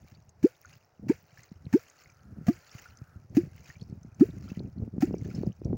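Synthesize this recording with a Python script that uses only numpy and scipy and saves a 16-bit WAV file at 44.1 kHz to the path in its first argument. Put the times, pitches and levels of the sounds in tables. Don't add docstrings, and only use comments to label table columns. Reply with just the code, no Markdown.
import sys
import numpy as np
from scipy import signal
from scipy.fft import rfft, irfft, next_fast_len
from scipy.io import wavfile
from scipy.ndimage import uniform_filter1d

SR = 44100
rng = np.random.default_rng(int(sys.argv[2]) if len(sys.argv) > 2 else 0)


def to_wav(s):
    ch = np.atleast_2d(s).T
    pcm = np.round(np.clip(ch, -1, 1) * 32767)
    wavfile.write(sys.argv[1], SR, pcm.astype(np.int16))


N = 254456
TIME = np.arange(N) / SR


# (time [s], base pitch [Hz], climb [Hz/s], pitch ceiling [Hz],
# relative level [dB], swell [s], hold [s], decay [s])
TRAPPED_BUBBLES = [(0.4386, 232, 10040, 499, -5.5, 0.0058, 0.011, 0.007),
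                   (1.0952, 232, 10700, 488, -11.5, 0.0021, 0.012, 0.0051),
                   (1.7357, 208.3, 7060, 484, -11, 0.0039, 0.023, 0.006),
                   (2.4826, 192, 6530, 349, -12, 0.0002, 0.012, 0.0089),
                   (3.369, 262, 5040, 346, -10.5, 0.00081, 0.012, 0.011),
                   (4.2080, 230.5, 6380, 440, -7.5, 0.0018, 0.021, 0.0051),
                   (5.0243, 225, 7100, 361, -11.5, 0.0035, 0.013, 0.0057)]

def plops(knee_s=0.0026, sag_hz=55, settle_s=0.0073, echo_db=-24, echo_delay_s=0.0132):
    out = np.zeros(N)
    for s, base_hz, climb, ceiling_hz, db, attack, hold, decay in TRAPPED_BUBBLES:
        age = since(s)
        sag = sag_hz * np.exp(-age / settle_s)
        pitch = np.minimum(base_hz + climb * age, ceiling_hz) - sag
        swell = 1 - np.exp(-(age / attack) ** 1.3)
        past_hold = knee_s * np.logaddexp(0, (np.minimum(age, 1) - hold) / knee_s)
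        tone = np.sin(2 * np.pi * np.cumsum(pitch * (age > 0)) / SR)
        out += from_db(db) * swell * np.exp(-past_hold / decay) * tone
    return out + from_db(echo_db) * np.interp(TIME - echo_delay_s, TIME, out)


# (time [s], relative smack level [dB], neck pitch [Hz],
# relative ring level [dB], overtone gain [dB])
POCKET_CLOSURES = [(.4395, -69.5, 889, -65, -14), (1.097, -60, 915, -55.5, -1.5),
                   (1.735, -42, 889, -55, 3.5), (2.483, -35.5, 695, -46, -8.5),
                   (3.367, -32, 725, -59.5, -8), (4.208, -80, 722, -59.5, 3.5),
                   (5.0221, -32.5, 755, -47, -5.5)]
# (multiple of the neck pitch [ratio], gain [dB])
PIPE_MODES = [(1, 21), (1.78, 15), (2.4, 11)]

def necks(decay_s=0.0077):
    out = np.zeros(N)
    for s, _, hz, db, overtone_db in POCKET_CLOSURES:
        for k, (multiple, mode_db) in enumerate(PIPE_MODES):
            is_overtone = k > 0
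            pitch = hz * multiple * (1 + is_overtone * rng.normal(0, 0.025))
            gain = from_db(db + mode_db + overtone_db * is_overtone)
            out += gain * burst(s, 0.0011, decay_s) * np.sin(2 * np.pi * pitch * since(s))
    return out


# (time [s], relative slap level [dB], relative spray level [dB], spray decay [s],
# spray flight [s], relative level of the returning shower [dB])
ROD_STROKES = [(0.4282, -47.5, -56, 0.047, 0.3, -64), (1.083, -51, -51.5, 0.038, .32, -62),
               (1.727, -40.5, -57.5, 0.08, .29, -62), (2.4669, -42, -58, 0.078, 0.33, -56.5),
               (3.3478, -48, -55.5, 0.049, .345, -59.5), (4.1965, -48, -57, 0.053, 0.3, -60.5),
               (5.0048, -53, -48.5, 0.033, 0.35, -59)]
# (frequency [Hz], relative level [dB])
SPLASH_SPECTRUM = [(200, -5), (600, 3), (1100, -9), (1600, -2), (2500, -2.5), (3500, -18.5), (4600, -9.5),
                   (6800, -8), (8300, -23.5), (11000, -23), (13500, -24.5), (15400, -10.5), (16200, -12.5)]

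def splashes(skim_s=0.035, slap_decay_s=0.012, smack_decay_s=0.0052, push_db=-28, push_hz=125):
    skim, slap, sheet, push = np.zeros((4, N))
    for s, slap_db, spray_db, spray_decay, *_ in ROD_STROKES:
        skim += from_db(slap_db - 22) * np.exp(-np.minimum(abs(TIME - s), 1) / skim_s)
        slap += from_db(slap_db) * burst(s, 0.0013, slap_decay_s)
        sheet += from_db(spray_db + 8) * burst(s, 0.0064, spray_decay)
        push += burst(s, 0.00049, 0.014) * np.sin(2 * np.pi * push_hz * since(s))
    smack = sum(from_db(db + 1.5) * burst(s, 0.0014, smack_decay_s) for s, db, *_ in POCKET_CLOSURES)
    spray = 0.7 * droplets(per_s=7000, spread_db=3) + 0.85 * fizz(per_s=2000, spread_db=3.5, cycles=40)
    crackle = droplets(per_s=12000, spread_db=2.5)
    hiss = colour((skim + slap + smack) * crackle + sheet * spray, SPLASH_SPECTRUM)
    return hiss - from_db(push_db) * push


# (time [s], pitch [Hz], relative level [dB], time to fade by 60 dB [s])
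SMALL_BUBBLES = [(0.148, 4430, -54, 0.046), (.292, 6360, -49.5, 0.026), (0.614, 15800, -44, 0.0071),
                 (0.649, 1396, -39, 0.038), (0.729, 2690, -46, 0.014), (1.374, 1700, -43, 0.028),
                 (1.393, 1940, -44.5, 0.023), (1.433, 6160, -45, 0.016), (1.51, 5500, -57, 0.017),
                 (1.654, 4040, -49, 0.018), (1.667, 2220, -39.5, 0.0042), (1.729, 1790, -31.5, 0.026),
                 (1.899, 6400, -44.5, .016), (2.058, 2092, -48, 0.024), (2.857, 1414, -39.5, 0.049),
                 (2.972, 5870, -38, 0.007), (3.296, 6270, -63, 0.028), (3.701, 1810, -37, 0.038),
                 (3.754, 2300, -51.5, 0.057), (3.813, 4270, -45.5, 0.026), (3.899, 5400, -53, 0.012),
                 (4.031, 6000, -47, 0.017), (4.145, 6030, -54.5, 0.022), (4.478, 1320, -50, 0.082),
                 (4.501, 2590, -45.5, 0.045), (4.594, 4170, -40.5, 0.013), (5.182, 5630, -47.5, 0.023),
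                 (5.303, 2200, -46, 0.025), (5.348, 5160, -43.5, 0.061), (5.647, 5530, -44, 0.022)]

def small_bubbles(rise=0.16, bubble_db=-2, spatter_db=-3, top_hz=15900):
    out = np.zeros(N + SR)
    age = np.arange(SR // 10) / SR
    for s, hz, db, t60 in SMALL_BUBBLES + lesser_drops():
        envelope = from_db(-60 * age / t60) * (1 - np.exp(-age / 0.0005))
        pitch = np.minimum(hz * (1 + rise * age / t60), top_hz)
        chirp = from_db(bubble_db) * np.sin(2 * np.pi * np.cumsum(pitch) / SR)
        band = signal.butter(2, [hz * 0.82, min(hz * 1.2, 0.45 * SR)], "band", fs=SR, output="sos")
        noise = rms_one(signal.sosfilt(band, rng.standard_normal(len(age))))
        spatter = from_db(spatter_db) * np.sqrt(hz / top_hz) * noise
        start = int(abs(s) * SR)
        out[start:start + len(age)] += from_db(db) * envelope * (chirp + spatter)
    return out[:N]


def lesser_drops(count=5, scatter_s=0.16, low_hz=1900, high_hz=6740, t60_s=0.013):
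    rows = []
    for s, db in showers():
        chances = rng.standard_normal((count, 2)).clip(-2, 2)
        for (late, soft), small in zip(chances, rng.random(count)):
            hz = low_hz * (high_hz / low_hz) ** small
            rows.append((s + scatter_s * late, hz, db + 8 - 0.5 * soft, t60_s))
    return rows


# (frequency [Hz], relative level [dB])
PATTER_SPECTRUM = [(500, -17.5), (1100, 1), (1800, 0), (2600, 1.5), (3500, -12.5), (4700, -2.5),
                   (6800, -2.5), (8300, -23.5), (11000, -18), (13700, -34.5), (15400, -1.5), (16200, -11)]

def patter(tick_db=-4, bubble_db=-1, merge_db=-60, speck_db=-84):
    ticks = from_db(tick_db) * droplets(per_s=550, spread_db=5)
    bubbles = from_db(bubble_db) * fizz(per_s=400, spread_db=3.8, cycles=55)
    wash = fizz(per_s=6000, spread_db=2.5, cycles=25)
    clumps = rms_one(from_db(2.5 * drift(50)))
    fall = spray_fall()
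    merged = fall ** 2 / (fall ** 2 + from_db(merge_db) ** 2)
    landing = np.sqrt(1 - merged) * (ticks + bubbles) + np.sqrt(merged) * wash
    specks = from_db(speck_db) * highpass(droplets(per_s=54, spread_db=0.5), hz=4000)
    return colour(fall * clumps * landing + specks, PATTER_SPECTRUM)


def spray_fall(rise_db_per_s=59, fall_db_per_s=109, straggler_db=-13.5, trail_db_per_s=22, lead_s=0.3):
    power = np.zeros(N)
    for s, db in showers():
        building_db = db - rise_db_per_s * np.maximum(s - TIME, 0)
        bulk = from_db(building_db - fall_db_per_s * since(s))
        stragglers = from_db(building_db + straggler_db - trail_db_per_s * since(s))
        power += (bulk ** 2 + stragglers ** 2) * (TIME > s - lead_s)
    return np.sqrt(power)


# (time [s], relative level [dB])
OPENING_SHOWER = (0.096, -67)

def showers():
    return [OPENING_SHOWER] + [(s + flight, db) for s, *_, flight, db in ROD_STROKES]


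# (time [s], level before flutter [dB])
WIND_STRENGTH = [(0, -60), (.38, -58), (.57, -77.5), (.74, -54), (.9, -79.5), (1.07, -41), (1.28, -70),
                 (1.66, -50), (1.95, -76.5), (2.32, -49.5), (2.47, -46.5), (2.62, -67), (3.0, -57),
                 (3.3, -55.5), (3.42, -44), (3.72, -58), (3.92, -45), (4.14, -56), (4.3, -39), (4.48, -50),
                 (4.58, -41.5), (4.72, -44), (4.83, -36.5), (4.91, -46.5), (5.15, -36.5), (5.5, -34.5),
                 (5.545, -50.5), (5.735, -30), (5.77, -45.5)]
# (frequency [Hz], relative level [dB])
BREEZE_SPECTRUM = [(20, -34.5), (45, -10.5), (85, 8.5), (150, 3), (260, -15), (420, -25.5), (800, -51),
                   (3000, -54.5)]
# (frequency [Hz], relative level [dB])
GUST_SPECTRUM = [(20, -22), (45, -8.5), (90, 4), (190, 6), (310, -6), (440, -14), (700, -24.5),
                 (1300, -50.5), (3000, -81.5)]

def wind(lumps_db=5, gust_db=-44, flutter_db=5, flutter_hz=16):
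    force = level(WIND_STRENGTH) * from_db(flutter_db * np.clip(drift(flutter_hz), -2, 2))
    gust_share = force ** 2 / (force ** 2 + from_db(gust_db) ** 2)
    eddies = rng.standard_normal(N) * from_db(lumps_db * drift(35))
    flow = (1 - gust_share) * colour(eddies, BREEZE_SPECTRUM) + gust_share * colour(eddies, GUST_SPECTRUM)
    running_rms = np.sqrt(uniform_filter1d(flow ** 2, size=SR // 22) + 1e-12)
    return force * flow / running_rms


# (time [s], relative level [dB], pitch [Hz])
EDDY_THUMPS = [(0.995, -38, 189), (1.516, -33.5, 186), (1.666, -28.5, 140), (2.412, -32.5, 165),
               (2.75, -34, 120), (3.016, -31.5, 118), (3.159, -35, 94), (3.434, -26, 148),
               (3.925, -27.5, 160), (4.048, -34, 195), (4.517, -24, 190), (4.573, -23.5, 168),
               (4.604, -27, 335), (4.877, -27, 220), (4.981, -19, 210), (5.109, -21, 286),
               (5.142, -16.5, 372), (5.434, -18, 350), (5.617, -28.5, 337), (5.73, -16.5, 328)]

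def buffets(gain_db=4, attack_s=0.0008, decay_cycles=0.8):
    swings = np.zeros(N)
    for s, db, hz in EDDY_THUMPS:
        swings += from_db(db) * burst(s, attack_s, decay_cycles / hz) * np.sin(2 * np.pi * hz * since(s))
    return from_db(gain_db) * highpass(swings, hz=70)


# (frequency [Hz], relative level [dB])
AIR_SPECTRUM = [(40, 0), (200, -0.5), (450, 6.5), (750, 7.5), (1050, 0), (1450, -7), (2000, -7),
                (3500, -21.5), (5500, -9.5), (9000, -34), (13500, -34), (15400, -17)]

def air(steady_db=-71, wash_db=-7):
    strength = np.hypot(from_db(steady_db), from_db(wash_db) * spray_fall())
    return strength * colour(rng.standard_normal(N), AIR_SPECTRUM)


# (time [s], level [dB])
WHIR_STRENGTH = [(0, -86), (1.6, -76), (2.0, -71.5), (3.15, -67), (3.3, -87.5), (4.3, -73.5), (5.77, -86)]
# (frequency [Hz], relative level [dB])
WHIR_SPECTRUM = [(800, -32.5), (1130, -14.5), (1330, -2), (1650, -10.5), (1900, -16.5), (2600, -35)]

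def whir():
    return level(WHIR_STRENGTH) * colour(rng.standard_normal(N), WHIR_SPECTRUM)


def droplets(per_s, spread_db):
    sizes = from_db(spread_db * np.minimum(rng.exponential(1, N), 4))
    signs = rng.choice([-1, 1], N)
    return rms_one(sizes * signs * (rng.random(N) < per_s / SR))


def fizz(per_s, spread_db, cycles, count=28):
    ticks = droplets(per_s, spread_db)
    size_class = rng.integers(0, count, N)
    pitches = np.geomspace(1200, 15500, count) * rng.uniform(0.96, 1.04, count)
    out = np.zeros(N)
    for k, hz in enumerate(pitches):
        out += np.sqrt(hz) * rms_one(ring(ticks * (size_class == k), hz, cycles / hz))
    return rms_one(out)


def ring(clicks, hz, t60):
    radius, angle = from_db(-60 / (t60 * SR)), 2 * np.pi * hz / SR
    feedback = [1, -2 * radius * np.cos(angle), radius * radius]
    return signal.lfilter([0, np.sin(angle)], feedback, clicks + 1e-18)


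def colour(x, spectrum):
    size = 2 * next_fast_len(N // 2 + SR // 4)
    hz, db = np.transpose(spectrum)
    freqs = np.maximum(np.fft.rfftfreq(size, 1 / SR), 1)
    gain = rms_one(from_db(np.interp(np.log(freqs), np.log(hz), db)))
    cepstrum = irfft(np.log(gain))
    cepstrum[1:size // 2] *= 2
    cepstrum[size // 2 + 1:] = 0
    return irfft(rfft(x, size) * np.exp(rfft(cepstrum)), size)[:N]


def highpass(x, hz):
    return signal.sosfilt(signal.butter(2, hz, "high", fs=SR, output="sos"), x)


def drift(hz):
    pole = np.exp(-2 * np.pi * hz / SR)
    return rms_one(signal.lfilter([1], [1, -2 * pole, pole * pole], rng.standard_normal(N + SR))[SR:])


def burst(s, attack_s, decay_s):
    age = np.minimum(since(s), 1)
    return (1 - np.exp(-age / attack_s)) * np.exp(-age / decay_s)


def since(s):
    return np.maximum(TIME - s, 0)


def level(rows):
    return from_db(np.interp(TIME, *np.transpose(rows)))


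def from_db(db):
    return 10 ** (np.asarray(db) / 20)


def rms_one(x):
    return x / np.sqrt(np.mean(x ** 2) + 1e-20)


def scene():
    water = plops() + splashes() + necks() + small_bubbles() + patter()
    water = highpass(water, hz=85)
    return (water + wind() + buffets() + air() + whir())[None, :]


def record(dry, rumble_cut_hz=18, top_cut_hz=16150):
    top_cut = signal.ellip(10, 0.1, 80, top_cut_hz, fs=SR, output="sos")
    return signal.sosfilt(top_cut, highpass(dry, rumble_cut_hz))


dry = scene()
out = record(dry)
to_wav(out)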